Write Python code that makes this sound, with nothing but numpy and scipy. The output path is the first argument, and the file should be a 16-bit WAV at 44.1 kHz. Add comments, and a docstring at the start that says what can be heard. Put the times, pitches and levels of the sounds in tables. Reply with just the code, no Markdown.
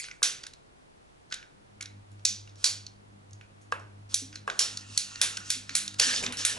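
"""Sharp steel snaps and light ticks ring in a small tiled room: a ratchet cutter is squeezed step by step
through a plastic water pipe. The pawl snaps and ticks back, the jaws knock the hollow pipe, the blade hisses.
Water seeps from the cut, then spurts into a plastic basin that booms softly when nudged. A mains hum
comes up on the way; a camera with two close microphone ports listens from above."""
import sys
import numpy as np
from scipy import signal
from scipy.fft import rfft, irfft, next_fast_len
from scipy.io import wavfile
from scipy.ndimage import uniform_filter1d, map_coordinates

SR = 44100
rng = np.random.default_rng(int(sys.argv[2]) if len(sys.argv) > 2 else 0)


def generate_wav(sig):
    """Save sig (samples, or channels by samples) to the path in sys.argv[1] as 16-bit PCM at SR."""
    pcm = np.round(np.clip(np.atleast_2d(sig).T, -1, 1) * 32767).astype(np.int16)
    wavfile.write(sys.argv[1], SR, pcm)


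N = 290178
PAD = 2 ** 14  # samples for one hit to ring out

# ratchet clicks: (time [s], peak [dB], low end [dB], treble [dB], favoured pitch [Hz], room send [dB])
CLICKS = [(0.0403, -31.5, -6.5, -24.5, 2180, -20), (0.084, -35, 4, -21, 2260, -23.5),
          (0.112, -31.5, -2, -31.5, 2240, -28), (0.2285, -7, -16, -4.5, 6230, -15.5),
          (0.433, -33.5, -13, -8.5, 4800, -31.5), (0.4368, -30, -3, -10.5, 4770, -26),
          (0.466, -27, -11.5, -6, 3930, -30.5), (0.5345, -37.5, -15, -12.5, 4060, -30.5),
          (1.3014, -47, -19, -11, 4550, -19), (1.311, -38.5, -4.5, -14, 1550, -11.5),
          (1.3238, -20.5, -10, -19, 1510, -24), (1.3409, -21.5, -14, -4.5, 3770, -31.5),
          (1.4268, -37, 0, -24, 2230, -34.5), (1.8062, -34, 6, -13, 2195, -18.5),
          (1.8089, -25, -13.5, -5, 2165, -25.5), (1.8251, -26.5, -26.5, -9, 3970, -35),
          (1.8569, -31, -13, -14, 3950, -29.5), (2.1156, -50.5, -18, 1.5, 7180, -20),
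          (2.193, -52, -12.5, -15.5, 2840, -24), (2.2506, -7.5, -29.5, -12, 6080, -19),
          (2.4739, -42, -6, -20, 2820, -26), (2.493, -46, -21, -16, 3620, -22),
          (2.556, -47, -23.5, -14, 5570, -20), (2.6414, -7, -25, -6.5, 4560, -15.5),
          (2.8653, -29.5, -21, -18, 4300, -29.5), (3.308, -49, -31, -8, 6660, -29),
          (3.3314, -40, -47, -12, 6630, -28), (3.4105, -38.5, 5.5, -14, 2430, -24),
          (3.6123, -52, -8, 2.5, 6500, -14), (3.7957, -46, -4, -5.5, 5530, -22.5),
          (4.1422, -7, -24.5, -1.5, 6100, -21.5), (4.327, -36.5, 0, -22, 4870, -21.5),
          (4.3432, -43, 2, -1, 5100, -16), (4.3559, -26.5, -12, -14, 4130, -27),
          (4.499, -18.5, -10, -18, 1550, -28.5), (4.591, -7, -22, -5.5, 5500, -15.5),
          (4.772, -21.5, -28, -9.5, 4350, -27), (4.9753, -7, -24.5, -4, 4300, -21.5),
          (5.1563, -26, -8, -16, 4300, -31), (5.214, -5, -13.5, -0.5, 3620, -17.5),
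          (5.3698, -21, -24, -14.5, 4560, -43), (5.3731, -25.5, -5, -3, 1380, -21.5),
          (5.502, -9.5, -20, -4, 3330, -18.5), (5.693, -23.5, -6, -14, 4400, -24),
          (5.7514, -7, -15, 1, 4200, -16.5), (5.878, -20, -25, -10.5, 3740, -29),
          (5.9416, -32, -7, -5, 4760, -36), (5.9957, -11.5, -16, 1.5, 7800, -31.5),
          (5.997, -5, -16.5, -7, 4470, -19.5), (6.138, -23, -2, -18.5, 1810, -27),
          (6.1613, -19.5, -37, -15.5, 3600, -18), (6.2264, -24.5, -14, -4.5, 7400, -14),
          (6.2371, -23, 4.5, -15.5, 2370, -25.5), (6.2442, -26, -15, -11, 5500, -26),
          (6.2631, -17.5, -11.5, -28.5, 3620, -28.5), (6.323, -22, -2, 2, 3970, -20),
          (6.37, -24.5, -44, -6, 5470, -16), (6.4496, -6.5, -11, 1.5, 6150, -17.5)]
# spurts from the cut: (start [s], level [dB], rise [s], length [s])
GUSHES = [(6.007, -24.5, 0.017, 0.19), (6.364, -32.5, 0.033, 0.07), (6.454, -33.5, 0.043, 0.071)]


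def amp(db):
    return 10 ** (np.asarray(db) / 20)


def unit(x):
    return x / np.sqrt(np.mean(x ** 2) + 1e-20)


def along(points, hz):
    """Read (frequency [Hz], value) points on a log axis."""
    freqs, values = np.transpose(points)
    return np.interp(np.log(hz + 1), np.log(freqs + 1), values)


def faders(rows):
    """A gain per sample for each dB column, silent before the first row."""
    times, *levels = np.transpose(rows)
    return [amp(np.interp(np.arange(N) / SR, times, db, left=-120)) for db in levels]


def filtered(x, response):
    """Pass x through a complex frequency response."""
    size = next_fast_len(x.shape[-1] + 4096)
    return irfft(rfft(x, size) * response(np.fft.rfftfreq(size, 1 / SR)), size)[..., :x.shape[-1]]


def eq(x, curve):
    """Colour x with a (frequency [Hz], level [dB]) curve."""
    return filtered(x, lambda hz: amp(along(curve, hz)))


def modes(table, hz):
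    """Response of resonances (centre [Hz], width [Hz], level [dB]), alternating in sign."""
    return sum((-1) ** k * amp(db) * 1j * hz * width / (centre ** 2 - hz ** 2 + 1j * hz * width)
               for k, (centre, width, db) in enumerate(table))


def rush(spectrum, patchy_db, crackle):
    """Coloured stereo noise with patches of random gain and sparse sharp droplets."""
    drops = crackle * rng.exponential(1, N) * (rng.random(N) < .04)
    bands = signal.stft(rng.standard_normal((2, N)) * (1 + drops), nperseg=256)[2]
    patches = uniform_filter1d(rng.standard_normal(bands.shape[1:]), size=4, axis=0)
    patches = uniform_filter1d(patches, size=8, axis=1)
    pair = signal.istft(bands * amp(patchy_db * unit(patches)), nperseg=256)[1][:, :N]
    return ports(*unit(eq(pair, spectrum)))


def add_hit(out, time, db, direct, room=0):
    """Place a hit and its reverb; the rows of out are what the ports share and what differs."""
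    at = round(time * SR)
    peak = np.sort(np.abs(direct))[-6:].mean()
    out[:, at:at + PAD] += amp(db) * room
    out[0, at:at + len(direct)] += amp(db) * direct / peak


def ratchet():
    """The pawl snaps and ticks back: each click is a few milliseconds of steel chatter."""
    # cutter resonances: (centre [Hz], width [Hz], level [dB])
    steel = [(1493, 97, -2.5), (2482, 250, 4), (2620, 600, 0), (3577, 380, -1), (4100, 150, -3.5),
             (4610, 130, -2.5), (5143, 180, -3), (5790, 520, -1), (6200, 150, -1), (6780, 310, -1.5),
             (8010, 250, 5.5), (8020, 240, 2), (9740, 500, -7)]
    out, t = np.zeros((2, N + PAD)), np.arange(PAD // 8) / SR
    for time, db, low_db, top_db, pitch_hz, room_db in CLICKS:
        # a full snap chatters longer and its reverb holds level; a tick is more pitched and its reverb drops
        # fast at first
        chatter_s, favour_db, early_drop = (0.00239, 2, .1) if db > -12 else (0.0019, 7, 1.5)
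        tone = [(300, low_db - 3.5), (1000, low_db - 6), (1500, low_db + 10.5),
                (2800, 0.48 * low_db + 2.5), (4500, 0), (6500, 0), (8500, top_db), (10800, top_db + 1.85)]
        struck = np.array(steel) + np.outer(2.5 * rng.standard_normal(len(steel)), [0, 0, 1])
        # where the tooth lands lifts the modes near one pitch
        favour = lambda hz: 2 + np.abs(modes([(pitch_hz, 320, favour_db)], hz)) ** 2
        colour = lambda hz: amp(along(tone, hz)) * (1.3 + np.abs(modes(struck, hz))) * favour(hz)
        age = t / chatter_s
        chatter = age * np.exp(-age ** 1.163) * filtered(rng.standard_normal(len(t)), colour)
        add_hit(out, time, db, chatter, amp(room_db) * tiled_room(colour, early_drop))
    return ports(*out[:, :N])


def jaws():
    """The jaws knock the pipe: a tick, the crack of contact and one push into the hollow plastic."""
    # (time [s], peak [dB], room send [dB])
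    knocks = [(0.22, -30, -18.5), (2.643, -38.5, -11), (3.723, -13, -28.5), (4.477, -17, -24.5),
              (4.604, -29.5, -16), (5.211, -33.5, -12.5)]
    # pipe resonances: (centre [Hz], width [Hz], level [dB])
    pipe = [(467, 65, 13.5), (1143, 89, 19), (1646, 53, 20), (2647, 89, 11.5)]
    smeared = np.array(pipe) * [1, 4, 1]  # the room widens the pipe's modes
    out, t = np.zeros((2, N + PAD)), np.arange(PAD // 8) / SR
    push = np.sin(2 * np.pi * np.clip(t / 0.0006, 0, 1))
    body = filtered(push, lambda hz: modes(pipe, hz))
    for time, db, room_db in knocks:
        tick = filtered(rng.standard_normal(len(t)), lambda hz: modes([(4500, 4000, 0)], hz))
        crack = filtered(rng.standard_normal(len(t)), lambda hz: modes([(2300, 2500, 0)], hz))
        room = tiled_room(lambda hz: np.abs(modes(smeared, hz)) + 0.26, early_drop=1.2)
        add_hit(out, time - .005, db - 29, (t < .005) * tick)
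        add_hit(out, time, db - 14, amp(-60 * t / .02) * crack)
        add_hit(out, time, db, body, amp(room_db) * room)
    return ports(*out[:, :N])


def blade():
    """The blade hisses as the handles close, swelling up to the next loud snap."""
    # (start [s], final level [dB])
    squeezes = [(2.568, -50.5), (4.089, -45), (4.86, -45), (5.432, -43), (5.72, -52), (5.984, -33)]
    # (frequency [Hz], level [dB])
    hiss_tone = [(710, -21), (1200, -6), (2070, -18), (2520, -8), (4120, -5), (6130, -3), (11000, -17),
                 (14300, -45.5), (22000, -120)]
    t, grip = np.arange(N) / SR, 0
    for start, db in squeezes:
        snap = min(time for time, peak_db, *_ in CLICKS if time > start and peak_db > -16)
        grip += amp(db) * np.clip((t - start) / (snap - start), 0, 1) ** 0.73 * (t < snap)
    return grip * rush(hiss_tone, patchy_db=-1.5, crackle=.6)


def seep():
    """A thin leak hisses and the cut pipe whistles faintly; the whistle stops at the first gush."""
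    # (time [s], hiss [dB], whistle [dB])
    leak = [(4.5, -56.5, -74), (4.7, -45.5, -62), (4.95, -62.5, -57), (5.12, -48.5, -54.5),
            (5.35, -47.5, -54), (5.65, -61, -68), (5.75, -49, -75), (5.95, -56.5, -78), (6.1, -61, -60)]
    # (frequency [Hz], level [dB])
    trickle_tone = [(410, -41), (700, -19.5), (1270, -9.5), (1400, -2), (1640, -16.5), (1820, -3),
                    (2170, -19.5), (2890, -10.5), (3400, -10.5), (6780, -7.5), (11000, -24.5), (14300, -50),
                    (22000, -120)]
    # (centre [Hz], width [Hz], level [dB])
    whistle_modes = [(1550, 120, -6.5), (1790, 150, -12), (2740, 300, -1.5)]
    hiss_gain, whistle_gain = faders(leak)
    whistle_gain *= np.arange(N) / SR < GUSHES[0][0]
    whistle = unit(filtered(rng.standard_normal((2, N)), lambda hz: modes(whistle_modes, hz) ** 2))
    return hiss_gain * rush(trickle_tone, patchy_db=3, crackle=.8) + whistle_gain * ports(*whistle)


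def jet():
    """Water hisses out of the cut: each gush rises, sags while it holds and dies quickly."""
    # (frequency [Hz], level [dB])
    jet_tone = [(880, -29), (1400, -11.5), (1750, 1), (2000, -16), (2260, -10.5), (3150, -5), (5370, -4),
                (5840, -3.5), (11000, -17), (14300, -49), (22000, -120)]
    sag_db_per_s, release_db_per_s = 44, 300
    t, flow = np.arange(N) / SR, 0
    for start, db, rise_s, length_s in GUSHES:
        age = t - start
        fall_db = sag_db_per_s * np.abs(age) + release_db_per_s * np.maximum(age - length_s, 0)
        flow += np.clip(age / rise_s, 0, 1) * amp(db - fall_db)
    return flow * rush(jet_tone, patchy_db=2, crackle=.5)


def splash():
    """Water sloshes into the basin and drums on its floor."""
    # (time [s], level [dB])
    slosh = [(5.995, -40), (6.02, -40), (6.19, -47), (6.26, -37.5), (6.36, -49.5), (6.4, -41),
             (6.45, -52.5), (6.58, -44.5)]
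    # spray and basin floor: (frequency [Hz], level [dB])
    splash_tone = [(150, -19.5), (250, -5.5), (324, -15), (471, -5.5), (700, -12.5), (1710, -10),
                   (2130, -12), (3000, -9), (3900, -35.5), (6600, -120)]
    drum_tone = [(20, -20), (50, -3), (150, -1.5), (250, -20), (22000, -120)]
    drum = amp(-13.5) * unit(eq(rng.standard_normal(N), drum_tone))
    return faders(slosh)[0] * (drum + rush(splash_tone, patchy_db=3, crackle=.9))


def basin():
    """Soft nudges ring the basin's lowest mode, sagging in pitch, and a weaker one above."""
    # (time [s], level [dB], pitch [Hz], 60 dB decay [s])
    nudges = [(2.302, -46, 207, 0.17), (4.218, -36.5, 265, 0.17), (4.889, -44, 245, 0.15),
              (5.381, -42, 198, 0.15), (5.557, -41, 255.4, 0.16), (5.701, -41.5, 272, 0.11),
              (6.065, -37, 250, 0.25), (6.264, -31, 246, 0.2)]
    out, t = np.zeros(N + PAD), np.arange(PAD) / SR
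    attack = 1 - np.exp(-t / 0.0079)
    for time, db, hz, t60 in nudges:
        phase = 2 * np.pi * hz * (t + 0.000728 * (1 - np.exp(-t / 0.0025)))
        ring = np.sin(phase) + amp(-9.5 - 60 * t / 0.15) * np.sin(1.6 * phase)
        out[round(time * SR):][:PAD] += amp(db - 60 * t / t60) * attack * ring
    return out[:N]


def tiled_room(colour, early_drop):
    """Reverb of one hit: it builds, drops fast at first, then dies band by band."""
    # (frequency [Hz], 60 dB decay [s])
    tiles = [(300, 0.673), (800, 0.45), (2100, 0.41), (5500, 0.32), (11000, 0.27)]
    hz, frame_s, bands = signal.stft(rng.standard_normal((2, PAD)), SR, nperseg=256)
    decay = amp(-60 * frame_s / along(tiles, hz)[:, None])
    wash = filtered(signal.istft(bands * decay, SR, nperseg=256)[1][:, :PAD], colour)
    t = np.arange(PAD) / SR
    swell = (1 - np.exp(-(t / 0.0084) ** 2)) * (1 + early_drop * np.exp(-t / 0.013))
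    return swell * wash / np.sqrt(np.mean(wash[:, :PAD // 8] ** 2))


def opening_tail():
    """The room is still ringing from a snap as the scene opens."""
    # (frequency [Hz], level [dB])
    snap_tone = [(530, -44), (900, -24.5), (1400, -15.5), (2000, -3), (2170, 0.5), (2970, -14), (4610, 2.5),
                 (5570, -10), (6580, -2), (11000, -12.5), (14300, -53), (22000, -120)]
    return amp(-36.5 - 60 * np.arange(N) / SR / .33) * rush(snap_tone, patchy_db=5, crackle=.6)


def mains_hum():
    """A low electrical hum whose partials each waver on their own in level and phase."""
    # (time [s], lowest partial [dB], overtones [dB])
    hum_levels = [(1.3, -77.5, -95), (1.64, -68, -71.5), (1.87, -53.5, -69.5), (2.0, -50, -61.5),
                  (2.05, -60, -80.5), (2.12, -51.5, -69.5), (2.6, -52.5, -72.5), (2.66, -63, -72),
                  (2.73, -53.5, -65.5), (2.82, -51, -70.5), (2.99, -61, -69.5), (3.16, -56.5, -62.5),
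                  (3.23, -60, -68), (3.34, -45.5, -68), (3.47, -60, -69.5), (3.97, -50.5, -70),
                  (4.43, -54, -63), (4.54, -68, -69), (4.75, -51.5, -62.5), (4.82, -57, -69),
                  (4.92, -46, -64), (5.03, -64.5, -68.5), (5.2, -55, -65.5), (5.7, -56, -63.5),
                  (5.87, -58, -62), (5.97, -53, -62), (6.06, -63, -65), (6.3, -58, -58.5), (6.45, -49, -62),
                  (6.58, -56, -76)]
    # (frequency ratio, level [dB])
    overtones = [(1.5, -7), (2, 0), (2.5, -8), (3, -4)]
    hum_hz, waver_hz = 100.6, 17
    low_gain, upper_gain = faders(hum_levels)
    t = np.arange(N) / SR
    phase = 2 * np.pi * hum_hz * t
    waver = lambda: map_coordinates(rng.standard_normal(120), [t * waver_hz])
    upper = sum(amp(db + 3.8 * waver()) * np.sin(ratio * phase + .5 * waver()) for ratio, db in overtones)
    low = amp(1.2 * waver()) * np.sin(phase + 0.32 * waver())
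    return np.sqrt(2) * (low_gain * low + upper_gain * upper)


def air():
    """The quiet floor of room and microphone, wider than the sources."""
    # alike and opposed in the two channels: (frequency [Hz], level [dB])
    mid_tone = [(12, -28.5), (20, -2), (61, -3), (77, -5), (153, -4), (189, -9), (346, -9.5), (572, -13.5),
                (652, -14.5), (920, -16), (1020, -17.5), (11000, -32), (14300, -57), (22000, -120)]
    side_tone = [(12, -54.5), (20, -14.5), (145, -6), (199, -12), (252, -4.5), (312, -15), (385, -4.5),
                 (572, -11.5), (688, -6.5), (11000, -36), (14300, -72.5), (22000, -120)]
    mid = amp(-62) * unit(eq(rng.standard_normal(N), mid_tone))
    side = amp(-59) * unit(eq(rng.standard_normal(N), side_tone))
    return np.array([mid + side, mid - side])


def ports(shared, differing):
    """Two close microphone ports: the left leads and is duller; part of the sound differs between them."""
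    # (frequency [Hz], left phase lead [rad])
    lead = [(100, 0.19), (430, 0.55), (1800, 1.6), (2300, 1.06), (5300, 0.81), (11000, 1.2)]
    # (frequency [Hz], level [dB])
    side_tone = [(300, -3), (2000, -6.5), (6000, -15.5), (9000, -9.5)]
    pan = lambda hz: np.exp(np.outer([1, -1], .5j * along(lead, hz) - .13 * hz / (hz + 900)))
    side = eq(differing, side_tone)
    return filtered(shared, pan) + np.array([side, -side])


def scene():
    cutter = ratchet() + jaws() + opening_tail() + blade()
    water = seep() + jet() + splash()
    return cutter + water + basin() + mains_hum() + air()


def record(dry):
    """The camera's gain control ducks the bass on loud moments; the top octave is cut off steeply."""
    threshold_db, duck_db_per_db, recover_s, bass_hz = -26, 0.71, 0.019, 330
    edge_hz, top_hz = 10970, 12339
    memory = np.exp(-np.arange(SR // 4) / (recover_s * SR))
    power = np.abs(signal.fftconvolve(np.mean(dry ** 2, axis=0), memory / memory.sum())[:N])
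    gain = (1 + power / amp(2 * threshold_db)) ** (-duck_db_per_db / 2)
    bass = filtered(dry, lambda hz: 1 / (1 + (hz / bass_hz) ** 4))
    rolloff = [(edge_hz, 0), (edge_hz + 250, -28), (top_hz, -45)]
    return filtered(dry + (gain - 1) * bass, lambda hz: amp(along(rolloff, hz)) * (hz < top_hz))


dry = scene()
out = record(dry)
generate_wav(out)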